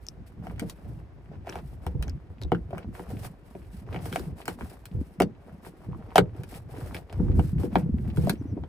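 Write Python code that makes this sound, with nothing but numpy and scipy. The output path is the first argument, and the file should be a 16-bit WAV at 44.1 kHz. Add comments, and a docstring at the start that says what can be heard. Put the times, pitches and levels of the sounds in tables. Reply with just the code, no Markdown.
"""Clips creak and snap free as a hand pries a plastic trim panel off the inside of a car's tailgate, close by.
Each snap is a noise crack, a damped clack and ringing modes; bumps swing the panel, clicks and ticks are its creaks.
Fingers and sleeve are grains of filtered noise, and the grip rumbles with each heave in thuds and low flutter.
The small padded cabin answers the blows briefly over a quiet street; two faint chirps come at the end."""
import sys
import numpy as np
from scipy import signal
from scipy.fft import rfft, irfft, next_fast_len
from scipy.io import wavfile

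SR = 44100
rng = np.random.default_rng(int(sys.argv[2]) if len(sys.argv) > 2 else 0)


def put_to_file(sound):
    """Save the sound as 16-bit audio at rate SR, in the file named by the first command-line argument."""
    columns = np.atleast_2d(sound).T  # one column per channel
    safe = np.clip(columns, -1, 1)
    whole_steps = np.round(safe * 32767)
    wavfile.write(sys.argv[1], SR, whole_steps.astype(np.int16))


N = 382964
SIZE = next_fast_len(N + SR // 2, real=True)  # transform length with room for the tail
BINS = np.fft.rfftfreq(SIZE, 1 / SR)


def gain_of(db):
    """Decibels to amplitude."""
    return 10 ** (np.asarray(db) / 20)


def evened(x):
    """Scales to rms 1."""
    return x / np.sqrt(np.mean(x ** 2) + 1e-20)


def read(points, hz):
    """A table's value on a log-frequency axis."""
    f, value = np.transpose(points)
    return np.interp(np.log(hz + 1), np.log(f + 1), value)


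def coloured(x, spectrum):
    """Filters x with a spectrum table."""
    size = next_fast_len(x.shape[-1], real=True)
    gain = gain_of(read(spectrum, np.fft.rfftfreq(size, 1 / SR)))
    return irfft(rfft(x, size) * gain, size)[..., :x.shape[-1]]


def add(mix, s, sound):
    """Mixes a sound in at time s."""
    part = mix[max(round(s * SR), 0):][:len(sound)]
    part += sound[:len(part)]


def wander(per_s):
    """A random drift of about unit size, heading for a new value so many times a second."""
    return np.interp(np.arange(N) / SR * per_s, np.arange(8192), rng.standard_normal(8192))


def ring(modes, t):
    """Struck modes that each die away exponentially, peak 1."""
    sound = np.zeros(len(t))
    for k, (hz, db, t60) in enumerate(modes):
        sound += (-1) ** k * gain_of(db - 60 * t / t60) * np.sin(2 * np.pi * hz * t)
    return sound / abs(sound).max()


def flex(t, hz, cycles):
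    """A heavily damped swing whose envelope peaks after so many cycles."""
    u = t * hz / cycles
    return u * np.exp(1 - u) * np.sin(2 * np.pi * hz * t)


# tone of the street bed, relative: (frequency [Hz], level [dB])
STREET_TONE = [(20, -30.5), (55, 9), (130, -20.5), (300, -8.5), (800, -22), (2000, -30), (4000, -43),
               (7000, -50), (10000, -53), (16000, -78)]


def quiet_street(level_db=-54):
    """The bed: steady noise, unlike in its two channels, shaped by the street's spectrum."""
    return gain_of(level_db) * evened(coloured(rng.standard_normal((2, N)), STREET_TONE))


# thin far chirps, perhaps a bird outside: (start [s], length [s], level [dB])
CHIRP_CUES = [(8.369, .065, -71), (8.457, 0.082, -73)]


def chirps(top_hz=6050, top_at=0.42, droop=0.71, quaver=0.024):
    """Each chirp is a quavering near sine that rises a little and then falls."""
    out = np.zeros(N)
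    for s, length, db in CHIRP_CUES:
        along = np.arange(0, 1, 1 / (length * SR))
        arc = 1 - droop * (along - top_at) ** 2
        hz = top_hz * (arc + quaver * wander(per_s=900)[:len(along)])
        swell = np.sin(np.pi * along) ** .5
        add(out, s, gain_of(db) * swell * np.sin(2 * np.pi * np.cumsum(hz) / SR))
    return out


# how long the padded cabin rings: (frequency [Hz], t60 [s])
CABIN_DECAY = [(100, 0.2), (260, 0.26), (700, 0.046), (1800, 0.057), (5000, 0.059), (13000, 0.04)]
# how strongly it answers: (frequency [Hz], level [dB])
CABIN_LEVEL = [(100, -0.5), (400, -2.5), (1000, -1.5), (3000, 0.5), (9000, 0)]


def cabin(x):
    """Dense early reflections that the upholstery soon swallows; rows: shared sound, unlike sound."""
    count = SR // 2
    taps = rng.choice([-1., 1.], (2, count)) * (rng.random((2, count)) < .15)
    taps[:, :round(.0025 * SR)] = 0  # no reflection in the first 2.5 ms
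    hz, t, z = signal.stft(taps, SR, nperseg=128)
    fade = gain_of(-60 * t / read(CABIN_DECAY, hz)[:, None])
    fade *= gain_of(read(CABIN_LEVEL, hz))[:, None] / np.sqrt(np.mean(fade ** 2, axis=1, keepdims=True))
    tail = signal.istft(z * fade, SR, nperseg=128)[1] / np.linalg.norm(taps[0])
    tail[0, 0] += 1  # the direct path
    return signal.fftconvolve(x[None], tail, axes=1)[:, :N]


# stereo width, the share of unlike sound: (frequency [Hz], level [dB])
WIDTH = [(60, -7), (600, -7), (1500, -2), (5000, -1), (8000, -12), (15000, -17)]
# stereo balance: (frequency [Hz], left over right [dB])
BALANCE = [(100, 0.2), (2000, 0), (3500, 2), (5500, 8), (8000, 0), (15000, -0.5)]
# stereo phase: (frequency [Hz], left leads by [rad])
PHASE_LEAD = [(0, 0), (1500, -.3), (3100, 1.8), (4900, .1), (8000, 0), (9500, -np.pi), (15600, -5 * np.pi),
              (17000, -5 * np.pi)]


def ports(x):
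    """Two microphone ports: in step in the bass, far out of step in the treble."""
    shared, unlike = rfft(x, SIZE)
    unlike = unlike * gain_of(read(WIDTH, BINS))
    lead = np.interp(BINS, *np.transpose(PHASE_LEAD))
    turn = gain_of(read(BALANCE, BINS) / 2) * np.exp(.5j * lead)  # half to each side
    return irfft(np.array([(shared + unlike) * turn, (shared - unlike) / turn]), SIZE)[:, :N]


def moves(rows, axis, attack_s, release_s, arch_db):
    """Gain over time from one dB column: each move sets in, arches midway, builds or eases off, and dies away."""
    now, power = np.arange(N) / SR, np.zeros(N)
    for row in rows:
        start, length, *_, swell_db = row
        span = slice(max(int(start * SR), 0), int((start + length + 6 * release_s) * SR))
        t = now[span] - start
        along = np.clip(t / length, 0, 1)
        arch = arch_db * (np.sin(np.pi * along) - 2 / np.pi)
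        db = row[axis] + arch + swell_db * (along - .5)
        edges = np.clip(t / attack_s, 0, 1) * np.exp(-np.maximum(t - length, 0) / release_s)
        power[span] += (gain_of(db) * edges) ** 2
    return np.sqrt(power)


def jolts(jolt_db, settle_s):
    """Gain over time: a snap jerks the hand in proportion to its clack, and it soon settles."""
    t, out = np.arange(SR // 2) / SR, np.zeros(N)
    for s, clack, *_ in SNAP_CUES:
        add(out, s, gain_of(clack + jolt_db) * np.exp(-t / settle_s))
    return out


# strokes of the hand along the trim:
# (start [s], length [s], fingertips [dB], sleeve [dB], swell from start to end [dB])
STROKE_CUES = [(0.0, 0.12, -70.5, -68.5, -14), (0.25, 0.037, -82, -62, 8), (0.42, 0.18, -53, -71, -17),
               (0.56, 0.082, -54.5, -69, 16), (0.65, 0.08, -59, -57, -1), (0.73, 0.27, -60.5, -72, 0),
               (1.29, 0.07, -60, -97.0, 12), (1.44, 0.14, -46.0, -60.5, 10.5), (1.56, 0.18, -70, -71.5, 17),
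               (1.81, 0.11, -54, -67, -5), (1.99, 0.098, -55, -75, 8), (2.41, 0.021, -52, -64, 10),
               (2.68, 0.15, -51.0, -77, 18), (2.92, 0.14, -50.5, -57.0, -3), (3.06, 0.28, -56.5, -62, -21),
               (3.21, 0.048, -49.5, -48.5, 7.5), (3.43, 0.47, -65.5, -71.5, -15.5),
               (3.69, 0.11, -68.5, -63.5, 10), (3.85, 0.15, -49, -66, 15), (3.97, 0.23, -49.5, -52, 5),
               (4.18, 0.13, -52.5, -60.5, -6.5), (4.35, 0.064, -52.5, -54.5, 12),
               (4.45, 0.062, -48.5, -53.5, 21), (4.57, 0.22, -53.5, -58, -7.0),
               (4.77, 0.38, -71, -70.5, 2.5), (5.39, 0.27, -60, -72, -4.5), (5.61, 0.074, -54, -53, 11),
               (5.72, 0.13, -68.5, -77, 32), (5.87, 0.34, -58, -77.5, 14), (6.33, 0.13, -56.5, -70, -6),
               (6.44, 0.14, -57, -57, 14), (6.68, 0.33, -50, -59, -3), (6.93, 0.06, -45.5, -55, -7),
               (7.08, 0.31, -53.5, -71, 0), (7.34, 0.17, -62, -57.5, 4.5), (7.55, 0.11, -52.5, -61.5, 15),
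               (7.7, 0.12, -47.5, -62, 5), (7.94, 0.18, -57, -66.5, 14.5), (8.12, 0.22, -50.5, -55, -2.5),
               (8.35, 0.18, -62.5, -76, 5), (8.54, 0.16, -63.5, -96.0, 7)]
# heaves, as the hand loads the panel or changes its grip:
# (start [s], length [s], rumble [dB], swell from start to end [dB])
HEAVE_CUES = [(0.04, 0.18, -51, 15), (0.35, 0.35, -38, 2.5), (0.82, 0.26, -41, -6), (1.27, 0.19, -41.5, -8),
              (1.5, 0.45, -40, 4), (1.93, 0.091, -28, 0), (2.04, 0.12, -32.0, -1.5),
              (2.38, 0.068, -34.5, 23), (2.51, 0.27, -39, 5), (2.84, 0.065, -29.5, -7),
              (3.07, 0.24, -35, -8), (3.64, 0.2, -44.5, 21), (3.85, 0.41, -36, -4.5),
              (4.17, 0.14, -32.5, 5), (4.42, 0.25, -41, 10), (4.9, 0.11, -29, 7), (5.18, 0.08, -30.5, -18),
              (5.49, 0.22, -47.5, -20), (5.83, 0.42, -42.5, -17), (6.16, 0.41, -42, -18),
              (6.46, 0.28, -43.5, 5), (6.76, 0.37, -42, -23), (7.11, 0.3, -25.5, 11.5),
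              (7.41, 0.2, -25, 3.5), (7.62, 0.36, -27, 13), (7.99, 0.39, -28.5, -4.5),
              (8.33, 0.31, -30.5, 2)]


def hand(drag_rest_db=-65, brush_rest_db=-80.5, grip_rest_db=-49.5):
    """How hard the fingertips drag, the sleeve brushes and the grip works: three gains, never quite at rest."""
    uneven = gain_of(1.5 * wander(per_s=25))
    drag = moves(STROKE_CUES, axis=2, attack_s=0.021, release_s=0.016, arch_db=2.5) * uneven
    brush = moves(STROKE_CUES, axis=3, attack_s=0.035, release_s=.018, arch_db=5) * uneven
    grip = moves(HEAVE_CUES, axis=2, attack_s=0.041, release_s=0.022, arch_db=1)
    drag = np.hypot(drag, gain_of(drag_rest_db) + jolts(jolt_db=-35, settle_s=.018))
    brush = np.hypot(brush, gain_of(brush_rest_db) + jolts(jolt_db=-48, settle_s=.018))
    grip = np.hypot(grip, gain_of(grip_rest_db) + jolts(jolt_db=-31, settle_s=.03))
    return drag, brush, grip


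# tone of the low flutter, relative: (frequency [Hz], level [dB])
FLUTTER_TONE = [(15, -48.5), (30, -22.5), (50, -2.5), (75, -1.5), (130, -6.5), (200, -12.5), (350, -18.5),
                (600, -47), (3000, -71.5)]
# where the hand leans, as the middle pitch of its thuds: (time [s], pitch [Hz])
LEANING_PITCH = [(1.5, 101.2), (3.1, 125.6), (3.7, 109), (4.199, 170), (6.9, 151), (7.301, 101.4),
                 (8.2, 162)]


def rumble(grip, rumble_db=-8, thuds_db=-4, cycles=0.78, size_db=4, thuds_per_s=30):
    """The grip shifts in small dull thuds; the deeper they are, the more low flutter lies under them."""
    t, thuds = np.arange(SR // 8) / SR, np.zeros(N)
    hz = np.interp(np.arange(N) / SR, *np.transpose(LEANING_PITCH))
    for k, (late, size, pitch) in enumerate(rng.random((thuds_per_s * N // SR, 3))):
        s = (k + late) / thuds_per_s
        thud_hz = hz[int(s * SR)] * 2 ** (2 * pitch - 1)  # up to an octave either way
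        add(thuds, s, gain_of(size_db * (2 * size - 1)) * flex(t, thud_hz, cycles))
    flutter = evened(coloured(rng.standard_normal((2, N)), FLUTTER_TONE))
    flutter = flutter * gain_of(4.2 * wander(per_s=30)) * hz.mean() / hz
    shared_thuds = np.outer([1, 0], evened(thuds))
    return (gain_of(rumble_db) * flutter + gain_of(thuds_db) * shared_thuds) * grip


def friction(spectrum, grains_per_s, grain_db, smooth):
    """Many tiny slips of uneven size over a smooth hiss."""
    struck = rng.exponential(1, N), rng.random(N) < grains_per_s / SR
    sizes = gain_of(grain_db * np.minimum(struck[0], 4)) * struck[1]
    fade = np.exp(-1 / (0.0076 * SR))  # slip power dies away with a 7.6 ms time constant
    slips = evened(signal.lfilter([1], [1, -fade], sizes ** 2) ** .5)
    return evened(coloured(rng.standard_normal((2, N)) * (slips + smooth), spectrum))


# tone of fingertips on grained plastic, relative: (frequency [Hz], level [dB])
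FINGER_TONE = [(100, -20.5), (350, 4), (800, 4), (1100, -6), (1600, -11), (2600, -16.5), (4000, -27),
               (5300, -26), (7000, -34.5), (15000, -57.5)]
# tone of the sleeve's rustle, relative: (frequency [Hz], level [dB])
SLEEVE_TONE = [(300, -16.5), (1500, 14), (3500, 7), (5200, 6.5), (6800, 2.5), (8500, 11), (10000, 12.5),
               (12500, 8), (15300, 8.5), (16500, 2.5)]


def rubbing(drag, brush, fingers_db=-3, sleeve_db=-1):
    """Fingertips drag over the grained plastic and the sleeve brushes along."""
    fingers = friction(FINGER_TONE, grains_per_s=110, grain_db=2.5, smooth=0.8) * drag
    sleeve = friction(SLEEVE_TONE, grains_per_s=220, grain_db=3.5, smooth=0.21) * brush
    return gain_of(fingers_db) * fingers + gain_of(sleeve_db) * sleeve


# tiny bright ticks of stressed plastic: (time [s], level before trim [dB], pitch [Hz])
TICK_CUES = [(0.067, -34, 5590), (0.086, -27.5, 5600), (1.4964, -33, 5540), (2.08, -41.5, 5760),
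             (2.0956, -38, 5270), (2.416, -43, 4370), (2.424, -38.5, 3930), (2.4344, -36, 3740),
             (2.448, -48, 3720)]


def ticks(trim_db=2, cycles=2.5, scatter_db=-19, scatter_s=0.0075):
    """A gritty slip and a few weaker ones after it, each ringing a small stiff edge close to the microphone."""
    t, out = np.arange(SR // 20) / SR, np.zeros(N)
    for s, db, hz in TICK_CUES:
        fade = np.exp(-t / .0009) + gain_of(scatter_db) * np.exp(-t / scatter_s)
        slips = rng.standard_normal(len(t)) * fade
        edge = np.exp(-t * hz / cycles) * np.cos(2 * np.pi * hz * t)
        tick = signal.fftconvolve(slips, edge)
        add(out, s, gain_of(db + trim_db) * tick / abs(tick).max())
    return out


def crackle(drag, level_db=-3, slips_per_s=200, size_db=6.5, cycles=0.32, grit=0.038):
    """Under strain the plastic sticks and slips in small clicks of uneven size and pitch."""
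    t, out = np.arange(SR // 60) / SR, np.zeros(N)
    for place, size, pitch in rng.random((round(slips_per_s * N / SR), 3)):
        click = flex(t, 450 * 6 ** (pitch ** 2), cycles)  # 450 to 2700 Hz, mostly low
        click += grit * rng.standard_normal(len(t)) * np.exp(-t / 0.00037)
        add(out, place * N / SR, gain_of(size_db * min(-np.log(1 - size), 3)) * click)
    return gain_of(level_db) * evened(out) * drag


# the panel's low bending modes: (frequency [Hz], relative level [dB], t60 [s])
PANEL_MODES = [(113.2, -3.5, 0.26), (180, 5.5, 0.11), (263.7, 2, 0.06), (327.6, 7, 0.059),
               (387.4, 6.5, 0.048), (491.7, 3.5, 0.078), (571, -9.5, 0.089), (740, -13.5, 0.037),
               (870, -3, 0.049)]


def panel_boom(t, stretch, rise_s):
    """The whole panel bends in its low modes and takes a moment to speak."""
    return ring(PANEL_MODES, t * stretch) * (1 - np.exp(-t / rise_s))


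# dull bumps of the hand and the loose panel: (time [s], level before trim [dB], pitch [Hz])
BUMP_CUES = [(0.619, -21, 216), (1.866, -24.5, 79.4), (1.949, -18.5, 113), (1.995, -25.5, 134),
             (2.09, -31.5, 72), (2.299, -32, 95), (2.427, -35.5, 84.7), (2.447, -23.5, 60),
             (2.521, -18, 202), (3.134, -23, 207), (4.278, -24.5, 143), (4.322, -27.5, 95),
             (4.947, -21.5, 128), (4.986, -24, 78.6), (5.207, -9, 316), (5.238, -15, 182),
             (5.886, -23.5, 157), (6.185, -5.5, 404), (6.221, -21, 122.6), (6.392, -24.5, 119.2),
             (7.188, -18, 70.6), (7.201, -9.5, 177), (7.294, -13.5, 89), (7.375, -14.5, 78.3),
             (7.596, -21, 186), (7.641, -18, 332), (7.766, -14.5, 230), (7.86, -18.5, 152),
             (8.181, -10.5, 150), (8.236, -15, 137), (8.276, -14, 195), (8.526, -26.5, 248)]


def bumps(trim_db=-2, cycles=0.61, panel_db=-8):
    """Soft pushes that swing the panel a few times."""
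    t, out = np.arange(SR // 4) / SR, np.zeros(N)
    body = gain_of(panel_db) * panel_boom(t, stretch=1, rise_s=0.0024)
    for s, db, hz in BUMP_CUES:
        add(out, s, gain_of(db + trim_db) * (flex(t, hz, cycles) + body))
    return out


# the stiff plastic round a clip, before each snap varies it: (frequency [Hz], relative level [dB], t60 [s])
RIB_MODES = [(830, -16.5, 0.037), (1346, -7, 0.014), (1610, -7.5, 0.017), (1900, -6.5, 0.0052),
             (2320, -7, 0.0092), (2910, -12, 0.0099), (3115, -7.5, 0.0053)]
# tone of the sharp crack, relative: (frequency [Hz], level [dB])
CRACK_TONE = [(300, -15), (1200, -1), (2500, 1), (4000, 0), (6800, -5), (8700, 2), (10000, 1), (12000, -3),
              (14500, -1)]
# clips snapping and edges catching, levels before trim:
# (time [s], clack [dB], clack pitch [Hz], ring of the ribs [dB], sharp crack [dB], panel boom [dB])
SNAP_CUES = [(0.469, -33, 730, -40, -54, -37.5), (0.596, -51, 1360, -30.5, -32.5, -48),
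             (0.625, -32, 586, -49, -64, -22), (0.698, -40, 980, -73, -34, -60),
             (1.472, -28.5, 700, -59, -51, -33), (1.492, -53, 800, -33.5, -47, -26),
             (1.53, -43, 895, -53, -60, -39), (1.556, -28, 770, -35, -47, -33),
             (1.866, -26, 800, -33.5, -39.5, -26.5), (2.026, -51, 1130, -32.5, -36, -42),
             (2.081, -48, 1290, -38.5, -61, -47), (2.416, -43, 555, -42, -48, -30),
             (2.519, -14, 750, -23, -44, -6), (2.548, -27.5, 1400, -36, -58, -45),
             (2.707, -35, 577, -52, -59, -37), (2.73, -25.5, 660, -62, -70, -23.5),
             (2.781, -57, 872, -34, -45, -31), (2.995, -33, 840, -42, -55, -24),
             (3.551, -37.5, 640, -50.5, -76, -25.5), (3.945, -33, 670, -33, -63, -23),
             (3.961, -32.5, 736, -32, -51, -27), (4.057, -34, 740, -39, -46, -25),
             (4.127, -52, 1350, -28.5, -40, -23.5), (4.159, -19, 720, -24, -33.5, -47),
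             (4.195, -44, 713, -52, -40, -25), (4.456, -53, 700, -43, -39, -53),
             (4.48, -26, 830, -22.5, -30, -21), (4.609, -33.5, 920, -35.5, -59, -29),
             (4.856, -54, 934, -45, -38.5, -51), (5.202, -14.5, 602, -17, -25, -28),
             (5.208, -12, 735, -52, -62, -12.5), (5.22, -19.5, 660, -23.5, -27.5, -15),
             (5.665, -39, 800, -47, -69, -30), (5.931, -37, 1000, -61.5, -83, -47.5),
             (5.947, -39.5, 1100, -55, -81, -50.5), (6.117, -37.5, 900, -49.5, -68.5, -42.5),
             (6.158, -4.5, 735, -15.5, -20.5, -17), (6.169, -27, 900, -21.5, -30, -38),
             (6.181, -8, 770, -6, -18.5, -18.5), (6.187, -18, 580, -43, -49.5, -3.5),
             (6.435, -63, 780, -41, -43.5, -33), (6.946, -53, 1410, -29, -37.5, -25),
             (7.127, -37, 657, -42, -47.5, -32), (7.394, -23, 767, -30.5, -47, -15.5),
             (7.633, -39, 910, -42, -51.5, -17), (7.756, -9, 810, -19, -39.5, -11),
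             (8.172, -48, 552, -37, -46, -20), (8.272, -18, 614, -53, -44, -20),
             (8.296, -25.5, 750, -21, -21, -16.5), (8.574, -38.5, 673, -57.5, -82, -23),
             (8.637, -38, 775, -43.5, -75, -32)]


def snaps(clack_db=0, crack_db=2, boom_db=-2, ribs_db=2, cycles=0.88, crack_s=0.001, boom_rise_s=0.0036,
          spread=0.083, place_db=3):
    """A barb slips with a crack, the plastic round it clacks and rings, and the whole panel booms a moment later."""
    t, out = np.arange(SR // 4) / SR, np.zeros(N)
    for s, clack, hz, ribs, crack, boom in SNAP_CUES:
        stretch = 1 + spread * (2 * rng.random() - 1)  # the hand's pressure shifts the modes a little
        favour = place_db * rng.standard_normal(len(RIB_MODES))  # each spot favours other modes
        struck = np.array(RIB_MODES) + np.outer(favour, [0, 1, 0])
        slip = coloured(rng.standard_normal(len(t)) * t * np.exp(-t / crack_s), CRACK_TONE)
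        slip /= np.sqrt(np.sum(slip ** 2) / (crack_s * SR))
        body = panel_boom(t, stretch, boom_rise_s)
        add(out, s - crack_s, gain_of(crack + crack_db) * slip)  # the slip starts just before the blow
        add(out, s, gain_of(ribs + ribs_db) * ring(struck, t * stretch))
        add(out, s, gain_of(clack + clack_db) * flex(t, hz, cycles))
        add(out, s, gain_of(boom + boom_db) * body)
    return out


def scene():
    """Blows ring in the cabin over rubbing, rumble and the quiet street."""
    quiet = quiet_street()
    drag, brush, grip = hand()
    blows = snaps() + crackle(drag) + bumps()
    # each spot on the panel reaches the two ports at its own angle, which shifts their phase apart
    aslant = .9 * np.tanh(2 * wander(per_s=5)) * signal.hilbert(blows, SIZE).imag[:N]
    direct = np.array([ticks() + chirps(), aslant])  # rows: shared sound, unlike sound
    return ports(cabin(blows) + direct + rubbing(drag, brush) + rumble(grip) + quiet)


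def record(dry, ceiling=.9, edge_hz=16150):
    """The loudest snaps are rounded off just under full scale; then the band limit."""
    rounded = dry / (1 + (dry / ceiling) ** 6) ** (1 / 6)
    lowpass = signal.firwin(301, edge_hz, window=("kaiser", 8), fs=SR)
    return signal.oaconvolve(rounded, lowpass[None], "same", axes=1)


dry = scene()
out = record(dry)
put_to_file(out)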